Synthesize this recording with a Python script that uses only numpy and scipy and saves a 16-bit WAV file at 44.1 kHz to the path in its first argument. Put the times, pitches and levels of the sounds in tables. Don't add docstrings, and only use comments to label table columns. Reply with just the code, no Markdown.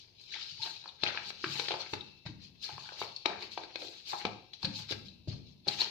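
import sys
import numpy as np
from scipy import signal
from scipy.fft import rfft, irfft, next_fast_len
from scipy.io import wavfile
from scipy.ndimage import uniform_filter1d

SR = 44100
rng = np.random.default_rng(int(sys.argv[2]) if len(sys.argv) > 2 else 0)


def unload_audio(sound):
    columns = np.transpose(np.atleast_2d(sound))
    steps = np.round(np.clip(columns, -1, 1) * 32767)
    wavfile.write(sys.argv[1], SR, steps.astype(np.int16))


N = 260190
TIME = np.arange(N) / SR
STEPS = TIME[::32]

# peak_s, rise_s, fade_s, skin_on_steel_db, dough_against_skin_db, flour_against_skin_db
HAND_STROKES = [(0, .05, 0.089, -47.5, -11, -28), (0.209, 0.018, 0.28, -62.5, -5.5, -14),
                (0.346, 0.075, 0.16, -44, -9.5, -38), (.5, 0.35, 0.35, -46, -39, -27.5),
                (0.658, 0.086, 0.2, -39.5, -7, -20.5), (.865, 0.025, 0.13, -51.5, -15, -45),
                (1.075, 0.082, 0.3, -41, -2.5, -33), (1.304, 0.12, 0.0099, -43, -16, -22),
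                (1.582, 0.23, 0.38, -37.5, -5.5, -21), (1.725, 0.052, 0.043, -43, 6, -40),
                (1.815, 0.05, 0.056, -42, -13, -28), (1.945, 0.088, 0.048, -48.5, -13, -16),
                (2.266, 0.015, 0.065, -44.5, -9.5, -31), (2.452, 0.063, 0.058, -51, -13, -24),
                (2.636, 0.03, 0.21, -43.5, -9.5, -16.5), (2.85, 0.28, 1, -48.5, -24, -26),
                (3.013, 0.05, 0.088, -39, -7, -16.5), (3.167, 0.0068, .15, -73, -30, -33.5),
                (3.427, 0.046, 0.097, -46.5, 2, -20), (3.529, 0.031, 0.12, -45.5, -12, -20.5),
                (3.615, 0.072, 0.28, -53, -1, -43), (3.83, 0.097, 0.49, -47, -8, -20),
                (4.104, 0.063, 0.17, -40.5, -7.5, -17.5), (4.189, 0.019, 0.081, -40, -4, -20.5),
                (4.539, 0.0089, 0.076, -50.5, -19, -34), (4.649, 0.063, 0.15, -47.5, -2.5, -21),
                (4.792, 0.082, 0.083, -39.5, -7, -20), (4.92, 0.043, 0.039, -35.5, -9.5, -23),
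                (5.071, 0.053, 0.054, -54, -23, -23), (5.283, 0.0088, 0.14, -46.5, -13, -29),
                (5.49, 0.04, 0.068, -56.5, -45, -34), (5.70, 0.045, 0.51, -42.5, -4, -18.5),
                (5.815, 0.043, 0.058, -28, -5, -23.5)]
# start_s, level_db, pitch_hz, length_s
STICKY_TICKS = [(0.213, -45, 4470, 0.00013), (0.238, -43.5, 4100, 0.00064), (0.627, -26.5, 3970, 0.00066),
                (0.633, -29, 3970, 0.0016), (0.84, -40.5, 4070, 0.0014), (0.877, -36, 4260, 0.0024),
                (0.89, -35, 3770, 0.0024), (1.034, -21, 3700, .001), (1.598, -27, 4100, 0.00092),
                (2.007, -32.5, 3790, 0.0046), (2.635, -32, 3800, 0.00066), (2.64, -32, 4530, 0.002),
                (2.646, -28, 4380, 0.0018), (3, -40, 4630, .002), (3.162, -26.5, 4390, 0.0018),
                (3.425, -29, 4130, 0.00086), (3.518, -36.5, 3950, 0.0014), (3.81, -49, 4200, .001),
                (4.534, -39.5, 3430, 0.0014), (4.629, -27, 4360, 0.0026), (4.647, -20, 4090, 0.001),
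                (4.651, -24, 4360, 0.0015), (4.912, -28, 4040, 0.00099), (5.084, -39, 4000, 0.00056),
                (5.678, -27, 4520, 0.00023), (5.683, -14, 4170, 0.00071)]
# hardest_pull_s, rise_s, fade_s, level_db, middle_grain_pitch_hz
DOUGH_PEELS = [(0.339, 0.025, 0.16, -45, 2470), (.39, 0.058, 0.035, -59, 1540),
               (.66, 0.042, 0.056, -48.5, 1450), (1.075, 0.045, 0.074, -36, 2350),
               (1.1, 0.061, 0.2, -49.5, 924), (1.18, 0.047, 0.06, -48, 1840),
               (1.491, 0.035, 0.15, -57, 2010), (1.734, .04, 0.05, -43, 785),
               (1.81, 0.046, 0.092, -52, 1820), (2.699, .03, 0.13, -50, 2430),
               (2.899, 0.11, 0.13, -56.5, 1550), (3.305, .04, 0.14, -44, 724),
               (3.31, 0.038, 0.18, -48, 1970), (3.43, .03, 0.088, -56.5, 590),
               (3.605, 0.028, 0.051, -57, 670), (3.829, 0.053, 0.09, -50, 553),
               (4.29, 0.028, 0.08, -54, 577), (5.349, .05, 0.04, -62.5, 646)]
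# loudest_s, peak_db, pitch_hz, bell_spread_s (standard deviation)
SKID_CHIRPS = [(0.364, -51, 874, 0.0043), (0.605, -48, 885, 0.0052), (0.641, -48, 905, 0.014),
               (2.649, -58, 1655, 0.0093), (4.795, -59, 855, 0.016), (5.691, -52, 4270, 0.0017),
               (5.695, -42.5, 813, 0.013), (5.721, -32.5, 4070, 0.0034), (5.735, -36, 3760, .004),
               (5.807, -25, 3860, 0.0029), (5.81, -15.5, 4210, 0.0007), (5.8177, -17, 4240, 0.0013)]
# start_s, peak_db, middle_pitch_hz, time_to_peak_s, rumble_db, rumble_fade_by_20_db_s
LUMP_THUMPS = [(0.515, -57, 144, .014, -70.5, -0.5), (0.59, -52.5, 131, 0.012, -91, 6),
               (1.029, -41.5, 153, 0.0053, -58.5, 0.75), (1.462, -44, 137, 0.0086, -56, 0.47),
               (1.494, -46, 160, 0.0096, -68, -0.3), (1.549, -48, 150, 0.0083, -77, -0.3),
               (1.735, -49, 136, 0.0049, -73, 1), (1.928, -43.5, 105, 0.008, -50, 0.16),
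               (2.259, -36, 144, 0.0088, -47.5, 0.32), (2.72, -49.5, 127, .01, -56, 0.1),
               (3.013, -53, 138, 0.0069, -52, 0), (3.295, -49, 185, 0.009, -56.5, 0.6),
               (4.128, -58, 162, 0.01, -69, .1), (4.248, -38, 200, 0.0061, -51, 0.15),
               (4.641, -33, 148, 0.0051, -42, 0.03), (4.668, -41, 166, .009, -45, -0.02),
               (4.695, -40, 191, 0.0098, -58, -0.9), (4.792, -47.5, 146, 0.012, -68, -0.5),
               (4.92, -39, 130.4, 0.0063, -50, -0.4), (5.279, -29, 123, 0.0087, -43.5, 0.32),
               (5.673, -42.5, 156, 0.01, -65.5, 2)]
# time_s, strength_db, middle_pitch_hz, contact_s
NARROW_KNOCKS = [(.659, -3, 1140, 0.0022), (0.84, -9, 1200, 0.0038), (.858, -2, 1100, 0.00087),
                 (1.144, 4.5, 1460, 0.0034), (1.174, 11, 1880, 0.0015), (1.442, 14, 1520, 0.0023),
                 (1.709, 9, 800, 0.0016), (1.74, 7, 910, 0.0057), (1.937, 6, 1450, 0.0025),
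                 (2.692, 2.5, 755, 0.0024), (2.78, 1.5, 1070, 0.0015), (2.890, 1, 1500, .0012),
                 (2.921, -0.5, 960, .0012), (3.0163, 12.5, 900, 0.0015), (3.576, 7, 780, 0.0016),
                 (4.131, 12.5, 960, 0.0078), (4.2514, 11, 730, 0.0011), (4.63, 6, 910, 0.0019),
                 (4.926, 2, 1650, 0.0032), (5.671, -2, 770, 0.005), (5.682, 3.5, 765, 0.0052),
                 (5.817, 4, 1020, 0.0034)]
# time_s, strength_db, brightness_db_per_octave, weight_behind_db, contact_s
BOWL_KNOCKS = [(1.035, 5.5, 2.5, 0.5, 0.0029), (1.304, -5.5, 1, -14, 0.0028), (1.442, -8, 2.5, -9, 0.0049),
               (1.5966, 4, -0.3, -9.5, 0.0034), (1.684, -0.5, 2.5, -5, 0.0037),
               (1.708, 5.5, -5, -20, 0.0018), (1.717, -1, 0, -13, 0.0011), (1.739, 1, -2.5, -25, 0.0029),
               (1.751, -7, -3, -23, 0.0017), (1.935, 2, 0.5, 3, 0.0044), (2.2555, -19, -0.5, -18, 0.02),
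               (3.2574, 13, -1, -11.5, 0.0027), (3.271, -17, 1, -21, 0.0013),
               (3.292, -9, -5, -1.5, 0.00075), (3.314, -14, -1, -8, 0.0019), (3.576, -2, -1.5, -16, 0.0029),
               (3.635, -9, -1, -4.5, 0.0035), (3.757, 0, 0, -7.5, 0.0022), (3.819, -14, 1.5, -6, 0.0032),
               (4.131, -12, -4.5, -6, 0.004), (4.2513, 6.5, -1, -3, 0.0043), (4.267, -3.5, -2, -8, 0.0018),
               (4.534, -19, 3.5, -21, 0.002), (4.63, -5.5, -2.5, -11.5, 0.0016),
               (4.648, 1, -0.5, -12, 0.0074), (4.91, -12.5, -3.5, 9.5, 0.003), (4.922, -2.5, 1, 1, 0.0029),
               (5.275, -18.5, -12, -6, .0025), (5.670, -7.5, -4.5, 7, 0.0035), (5.685, -2, -0.5, 2, 0.0045)]
# start_s, peak_db, pitch_hz, time_to_peak_s
FLOOR_CLUNKS = [(1.439, -31.5, 346, 0.0036), (1.458, -44.5, 325, 0.011), (1.595, -32, 452, 0.0024),
                (1.932, -31.5, 374, 0.0034), (2.252, -53.5, 618, .007), (2.282, -49.5, 315, .013),
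                (3.015, -40.5, 423, 0.003), (4.2498, -27, 373, 0.0029), (4.672, -42.5, 290, 0.012),
                (4.908, -35.5, 399, 0.003), (5.272, -47, 325, 0.0054), (5.274, -49, 633, 0.0069)]
# centre_hz, width_hz, gain_db
BOWL_BODY = [(267, 69, -4.5), (342, 97, 5), (405, 34, 4), (730, 180, -1), (855, 112, 4), (1100, 68, -2.5),
             (1309, 21, 6), (1587, 41, 7.5), (2292, 237, 4.5), (3054, 73, 2.5), (4230, 970, 5)]
# pitch_hz, relative_db, t60_s
BOWL_FLOOR_MODES = [(107, -9, .4), (198, -14, 0.35), (323, -16, 0.22), (433, -16, .2), (478, -19, .2),
                    (537, -12, .25), (618, -14, .25), (679, -14, .25), (739, -11, .22), (822, -12, .25),
                    (885, -17, .2), (980, -19, .18), (1555, -16, .13), (2330, -21, .12), (2460, -15, .15)]
# pitch_hz, relative_db, t60_s
RIM_MODES = [(2326, -26, 1.2), (2487, -23, 1.2), (2630, -15, 2.4), (2676, -15, 2.4), (2864, -19, 1.8),
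             (3155, -21, .8), (3311, -24, 1.2), (3714, -21, 1.1), (3785, -21, .9), (3990, -19, 1.3),
             (4081, -21, 1.2), (4164, -20, .8), (4375, -23, .9), (4432, -18, .9), (4560, -25, .8),
             (4710, -23, 1.2), (4860, -24, 1), (5204, -23, .6)]
# frequency_hz, relative_density_db (per Hz)
SKIN_SPECTRUM = [(300, -48.5), (900, -33), (1900, -31), (2450, -4.5), (3100, -2.5), (3800, 2), (4450, 2),
                 (5100, -1.5), (6200, -11), (7500, -25), (9000, -51), (12000, -52)]
# frequency_hz, relative_density_db (per Hz)
DOUGH_SPECTRUM = [(40, -36), (120, -22.5), (300, -0.5), (550, -6.5), (850, 0), (1200, -2.5), (1800, 0),
                  (2700, 5.5), (4000, -4), (7000, -41), (12000, -61)]
# frequency_hz, relative_density_db (per Hz)
FLOUR_SPECTRUM = [(4000, -20.5), (6000, 15), (7500, 8.5), (8800, -2.5), (10500, -4), (13000, -2),
                  (15500, -4)]
# frequency_hz, relative_density_db (per Hz)
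RUMBLE_SPECTRUM = [(25, -13), (50, -9), (75, 1), (110, 1.5), (160, 2.5), (230, 1), (380, -15.5),
                   (600, -28.5), (1500, -60)]
# frequency_hz, relative_density_db (per Hz)
KNOCK_SPECTRUM = [(30, -17), (150, -16.5), (300, 4), (420, 1.5), (820, -1.5), (1120, -3.5), (2050, -8.5),
                  (2500, -1), (3200, -4.5), (4000, 0), (4900, -10), (7500, -29), (12000, -62)]
# frequency_hz, relative_density_db (per Hz)
HUSH_SPECTRUM = [(20, -9), (50, -2.5), (110, 8.5), (220, -4.5), (390, -1.5), (550, -12), (1000, -13.5),
                 (2000, -54), (4000, -8.5), (7000, -36), (15000, -27.5)]
# frequency_hz, t60_s
KITCHEN_T60 = [(100, .65), (250, .45), (600, .48), (1500, .4), (4000, .5), (12000, .45)]
# frequency_hz, reverberation_against_direct_db
KITCHEN_LEVEL = [(60, -15), (110, -10), (195, -0.5), (320, -3.5), (600, -4.5), (800, -4.5), (1600, -4.5),
                 (2400, -6.5), (4000, -10.5), (12000, -6)]
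# pitch_hz, gain_db, time_to_peak_s
STANDING_MODES = [(107.3, 2.5, 0.02), (144, 1.5, 0.062), (200, 5, 0.027), (365, -1.5, 0.053)]
# frequency_hz, left_minus_right_db
PORT_BALANCE = [(60, 5.5), (200, 3), (380, 1.5), (700, 2), (1600, 3.5), (2300, 13), (4400, 7), (8100, 3),
                (13000, -5)]
# frequency_hz, correlation (1 = the same, 0 = unrelated)
PORT_LIKENESS = [(25, 0.7), (60, 0.91), (250, 0.58), (600, 0.61), (1200, 0.27), (2400, -0.054),
                 (15000, -0.08)]

HUSH_DB, RIM_DB, EDGE_HZ = -69, -51, 15550
REST_SLIDE_DB, REST_DRAG_DB = -69.5, -77.5
LINGER_DB, LINGER_PEAK_S, LINGER_RISE_S, LINGER_FADE_S = -59.5, 0.0056, 0.12, 0.16
LINGER_DRAG_DB = -16
FADE_POWER = 1.02
FLOUR_POWER = 1.7
PATCH_DB, GRIP_DB = 2.9, 1.6
ROLL_PEAK_S, ROLL_RISE_S, ROLL_DB = 0.028, 0.034, -5.5
LEAN_DB = -27
GRAINS_PER_S, GRAIN_CYCLES, GRAIN_OCTAVES, GRAIN_SPREAD_DB = 300, 2.2, .6, 3.5
BELOW_DB_PER_OCTAVE, ABOVE_DB_PER_OCTAVE = 14, 14.5
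TILT_HZ = 1000
WEIGHT_HZ = 358
LEAD_S = .0007
UNEVEN_DB = 2.8
RING_DB = -43
SOFT_HZ = 252


def amp(db):
    return 10 ** (np.asarray(db) / 20)


def unit(x):
    return x / np.sqrt(np.mean(x ** 2) + 1e-20)


def read(points, hz):
    f, value = np.transpose(points)
    return np.interp(np.log(hz + 1), np.log(f + 1), value)


def bins(size):
    return np.fft.rfftfreq(size, 1 / SR)


def add(mix, s, sound):
    part = mix[..., max(round(s * SR), 0):][..., :sound.shape[-1]]
    part += sound[..., :part.shape[-1]]


def colour(x, spectrum):
    size = x.shape[-1]
    return irfft(rfft(x) * amp(read(spectrum, bins(size))), size)


def faded(x):
    return x * np.sin(np.pi / 2 * np.minimum(np.linspace(2, 0, len(x)), 1)) ** 2


def causal(db):
    log_gain = np.log(amp(np.concatenate([db, db[-2:0:-1]])))
    spectrum = np.exp(np.conj(signal.hilbert(log_gain)))
    return faded(irfft(spectrum[:len(db)]))


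def body_db(hz):
    bumps = sum(db / (1 + (2 * (hz - f) / width) ** 2) for f, width, db in BOWL_BODY)
    return bumps - 2.0


def ports(pair):
    size = next_fast_len(pair.shape[-1], True)
    a, b = rfft(pair, size)
    same = np.clip(read(PORT_LIKENESS, bins(size)), -1, 1)
    right = same * a + np.sqrt(1 - same ** 2) * b
    return irfft(np.array([a, right]), size)[:, :pair.shape[-1]]


def wander(rate_hz):
    return unit(np.interp(TIME * rate_hz, np.arange(N // 100), rng.standard_normal(N // 100)))


def swell(s, rise_s, fade_s):
    t = STEPS - s
    steps_of_20_db = np.where(t < 0, (t / rise_s) ** 2, abs(t / fade_s) ** FADE_POWER)
    return amp(-20 * np.minimum(steps_of_20_db, 10))


def follow(gesture):
    return np.interp(TIME, STEPS, gesture)


def friction(spectrum, slips_per_s, spread_db, smooth, uneven_db):
    slips = (rng.random(N) < slips_per_s / SR) * amp(spread_db * np.minimum(rng.exponential(1, N), 3))
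    drive = rng.standard_normal((2, N)) * (unit(slips) + smooth) * amp(uneven_db * wander(45))
    hz = bins(2048)
    wall = causal(read(spectrum, hz) + body_db(hz))
    return unit(ports(signal.oaconvolve(drive, wall[None], axes=1)[:, :N]))


def patchy(x, size=512):
    z = signal.stft(x, nperseg=size)[2]
    patches = rng.standard_normal(z.shape[1:])
    patches = uniform_filter1d(patches, size=4, axis=0)
    patches = unit(uniform_filter1d(patches, size=4, axis=1))
    return signal.istft(z * amp(PATCH_DB * patches), nperseg=size)[1][:, :N]


def strokes():
    linger = sum(amp(db + LINGER_DB) * swell(s + LINGER_PEAK_S, LINGER_RISE_S, LINGER_FADE_S) * (STEPS > s)
                 for s, db, *_ in BOWL_KNOCKS)
    slide = linger + amp(REST_SLIDE_DB)
    drag = amp(LINGER_DRAG_DB) * linger + amp(REST_DRAG_DB)
    flour = 0
    for s, rise_s, fade_s, db, dough_db, flour_db in HAND_STROKES:
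        speed = swell(s, rise_s, fade_s)
        slide = np.hypot(slide, amp(db) * speed)
        drag = np.hypot(drag, amp(db + dough_db) * speed)
        flour = np.hypot(flour, amp(db + flour_db) * speed ** FLOUR_POWER)
    skin = friction(SKIN_SPECTRUM, slips_per_s=3000, spread_db=2.5, smooth=1.0, uneven_db=GRIP_DB)
    dough = friction(DOUGH_SPECTRUM, slips_per_s=340, spread_db=1.5, smooth=1.0, uneven_db=4.0)
    dust = friction(FLOUR_SPECTRUM, slips_per_s=3500, spread_db=2.5, smooth=0.72, uneven_db=0.5)
    rub = amp(-1.0) * follow(slide) * skin
    rub += amp(-3.0) * follow(drag) * dough
    rub += amp(4.0) * follow(flour) * dust
    return patchy(rub)


def push():
    rumble = unit(colour(ports(rng.standard_normal((2, N))), RUMBLE_SPECTRUM))
    roll = sum(amp(db) * swell(s + ROLL_PEAK_S, ROLL_RISE_S, fade_s) for s, *_, db, fade_s in LUMP_THUMPS)
    lean = sum(amp(db + LEAN_DB) * swell(s, rise_s, fade_s) for s, rise_s, fade_s, db, *_ in HAND_STROKES)
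    return amp(ROLL_DB) * follow(np.hypot(roll, lean)) * rumble


def room_hush():
    return amp(HUSH_DB) * unit(colour(ports(rng.standard_normal((2, N))), HUSH_SPECTRUM))


def ticks(scatter=0.44, scatter_s=0.0074, width_hz=900):
    out, t = np.zeros((2, N)), np.arange(SR // 20) / SR
    for s, db, hz, length in STICKY_TICKS:
        u = 2 * t / length
        snap = u * np.exp(1 - u) * np.sin(2 * np.pi * hz * t)
        band = 1 / (1 + (2 * (bins(len(t)) - hz) / width_hz) ** 2)
        waves = unit(irfft(rfft(rng.standard_normal((2, len(t)))) * band, len(t)))
        scattered = scatter * waves * (1 - np.exp(-u)) * np.exp(-t / scatter_s)
        add(out, s, amp(db) * (0.83 * snap + scattered))
    return out


def peels(count=200):
    out, t = np.zeros((2, N)), np.arange(SR // 30) / SR
    for s, rise_s, fade_s, db, middle_hz in DOUGH_PEELS:
        times = s - rise_s + (np.arange(count) + 2 * rng.random(count)) / GRAINS_PER_S
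        pull = np.interp(times, STEPS, swell(s, rise_s, fade_s))
        sizes = unit(amp(GRAIN_SPREAD_DB * np.minimum(rng.exponential(1, count), 3)))
        sizes = sizes * amp(db) * pull * np.sqrt(SR / GRAINS_PER_S)
        pitches = middle_hz * 2 ** (GRAIN_OCTAVES * np.clip(rng.standard_normal(count), -1.5, 1.5))
        for at, size, hz, phase in zip(times, sizes, pitches, rng.random((count, 2, 1))):
            u = 2 * hz * t / GRAIN_CYCLES
            pop = u ** 2 * np.exp(-u) * np.sin(2 * np.pi * (hz * t + phase))
            add(out, at, size * pop / np.linalg.norm(pop[0]))
    wall = causal(body_db(bins(2048)))
    return ports(signal.oaconvolve(out, wall[None], axes=1)[:, :N])


def chirps():
    out = np.zeros(N)
    for s, db, hz, spread_s in SKID_CHIRPS:
        bell = np.exp(-.5 * ((TIME - s) / spread_s) ** 2)
        out += amp(db) * bell * np.sin(2 * np.pi * hz * (TIME - s))
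    return out


def boom(db, hz, peak_s, sag=0):
    t = TIME[:SR // 5]
    u = t / peak_s
    turns = np.cumsum(hz * (1 + sag * (np.exp(-u / 2) - .5))) / SR
    return amp(db) * (u * np.exp(1 - u)) ** 2 * np.sin(2 * np.pi * turns)


def thumps(sag=0.44, touch_s=0.0052, ring_db=-5):
    out, t = np.zeros(N), np.arange(SR // 2) / SR
    floor = sum(amp(db - 60 * t / t60) * np.sin(2 * np.pi * hz * t) / (1 + (hz / SOFT_HZ) ** 3)
                for hz, db, t60 in BOWL_FLOOR_MODES)
    floor *= 1 - np.exp(-t / 0.0012)
    for s, db, hz, peak_s, *_ in LUMP_THUMPS:
        add(out, s - touch_s, amp(db + ring_db) * floor)
        add(out, s, boom(db, hz, peak_s, sag))
    return out


def ring(x):
    t = np.arange(SR // 3) / SR
    draws = rng.uniform(-1.1, 1, (len(BOWL_FLOOR_MODES), 3))
    modes = 0
    for (hz, db, t60), (weight, detune, phase) in zip(BOWL_FLOOR_MODES, draws):
        turn = 2 * np.pi * hz * (1 + 0.0048 * detune) * t + np.pi * phase
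        modes = modes + (1 + weight) * amp(db - 60 * t / t60) * np.cos(turn)
    return signal.fftconvolve(x, ((t == 0) + amp(RING_DB) * modes)[None], axes=1)


def blow(shape_db, contact_s, spread_s=0.001077, spread_hz=4000, hard_s=0.0025, size=2048):
    hz, t = bins(size), (np.arange(size) - size // 4) / SR
    spread = np.exp(-1j * np.pi * spread_s * hz ** 2 / spread_hz)
    uneven = unit(np.convolve(rng.standard_normal(len(hz)), np.hanning(size // 128), "same"))
    uneven *= UNEVEN_DB * np.minimum(hz / 1000, 1)
    margin = size // 16
    response = irfft(rfft(causal(shape_db + body_db(hz) + uneven), size) * spread)
    response = faded(np.roll(response, margin))
    chatter = ports(rng.standard_normal((2, size))) * np.exp(-np.maximum(t / contact_s, -t / LEAD_S))
    chatter /= np.linalg.norm(chatter, axis=1, keepdims=True)
    hardness = np.exp(-contact_s / hard_s) ** 2
    z = rfft(chatter * np.sqrt(1 - hardness) + np.sqrt(hardness) * (t == 0))
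    force = unit(irfft(z / np.sqrt(abs(z) ** 2 + .5))) / np.sqrt(size)
    return margin / SR - t[0], ring(signal.fftconvolve(force, response[None], axes=1))


def narrow_knocks(size=2048):
    out, hz = np.zeros((2, N)), bins(size)
    for s, db, middle_hz, contact_s in NARROW_KNOCKS:
        octaves = np.log2(np.maximum(hz, 100) / middle_hz)
        away_db = np.maximum(-BELOW_DB_PER_OCTAVE * octaves, ABOVE_DB_PER_OCTAVE * octaves)
        lead, sound = blow(db + read(KNOCK_SPECTRUM, hz) - away_db, contact_s)
        add(out, s - lead, sound)
    return out


def knocks(size=2048):
    out, hz = np.zeros((2, N)), bins(size)
    octaves = np.log2(np.clip(hz, 300, 4500) / TILT_HZ)
    bass = 1 / np.sqrt(1 + (hz / WEIGHT_HZ) ** 4)
    for s, db, tilt, weight_db, contact_s in BOWL_KNOCKS:
        shape_db = db + read(KNOCK_SPECTRUM, hz) + tilt * octaves + weight_db * bass
        lead, sound = blow(shape_db, contact_s)
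        add(out, s - lead, sound)
    return out


def clunks():
    out = np.zeros(N)
    for s, db, hz, peak_s in FLOOR_CLUNKS:
        add(out, s, boom(db, hz, peak_s))
    return out


def rim(x):
    t = np.arange(SR) / SR
    rings = 0
    for hz, db, t60 in RIM_MODES:
        tone = np.sin(2 * np.pi * (hz * t + rng.random((2, 1))))
        rings = rings + amp(db - 60 * t / t60) * tone / np.sqrt(t60)
    return amp(RIM_DB) * signal.fftconvolve(x, rings, axes=1)[:, :N]


def kitchen(x, build_s=0.0019, trade_hz=0.6922):
    out = np.zeros((2, N))
    turn = 2 * np.pi * trade_hz * TIME
    for share in np.cos(turn), np.sin(turn):
        hz, t, z = signal.stft(ports(rng.standard_normal((2, SR))), SR, nperseg=512)
        t60 = read(KITCHEN_T60, hz)[:, None]
        energy_scale = np.sqrt(2 * np.log(1000) / (t60 * SR))
        z *= amp(read(KITCHEN_LEVEL, hz)[:, None] - 60 * t / t60) * energy_scale
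        tail = signal.istft(z, SR, nperseg=512)[1][:, :SR]
        tail = tail * (1 - np.exp(-(TIME[:SR] / build_s) ** 2))
        out += signal.fftconvolve(x * share, tail, axes=1)[:, :N]
    return out


def standing_waves(x):
    t = TIME[:SR]
    hum = sum(amp(db) * 2 * t / peak_s ** 2 * np.exp(-t / peak_s) * np.sin(2 * np.pi * hz * t)
              for hz, db, peak_s in STANDING_MODES) / SR
    return signal.fftconvolve(x, hum[None], axes=1)[:, :N]


def scene():
    bowl = strokes() + push() + ticks() + peels() + chirps() + thumps() + narrow_knocks() + knocks() + clunks()
    bowl = bowl + rim(bowl)
    air = bowl + kitchen(bowl) + standing_waves(bowl) + room_hush()
    left = amp(read(PORT_BALANCE, bins(N)))
    gains = np.array([left, np.ones_like(left)]) / np.sqrt((1 + left ** 2) / 2)
    return irfft(rfft(air) * gains, N)


def record(dry):
    low_pass = signal.firwin(511, EDGE_HZ, window=("kaiser", 9), fs=SR)
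    return signal.oaconvolve(dry, low_pass[None], "same")


dry = scene()
out = record(dry)
unload_audio(out)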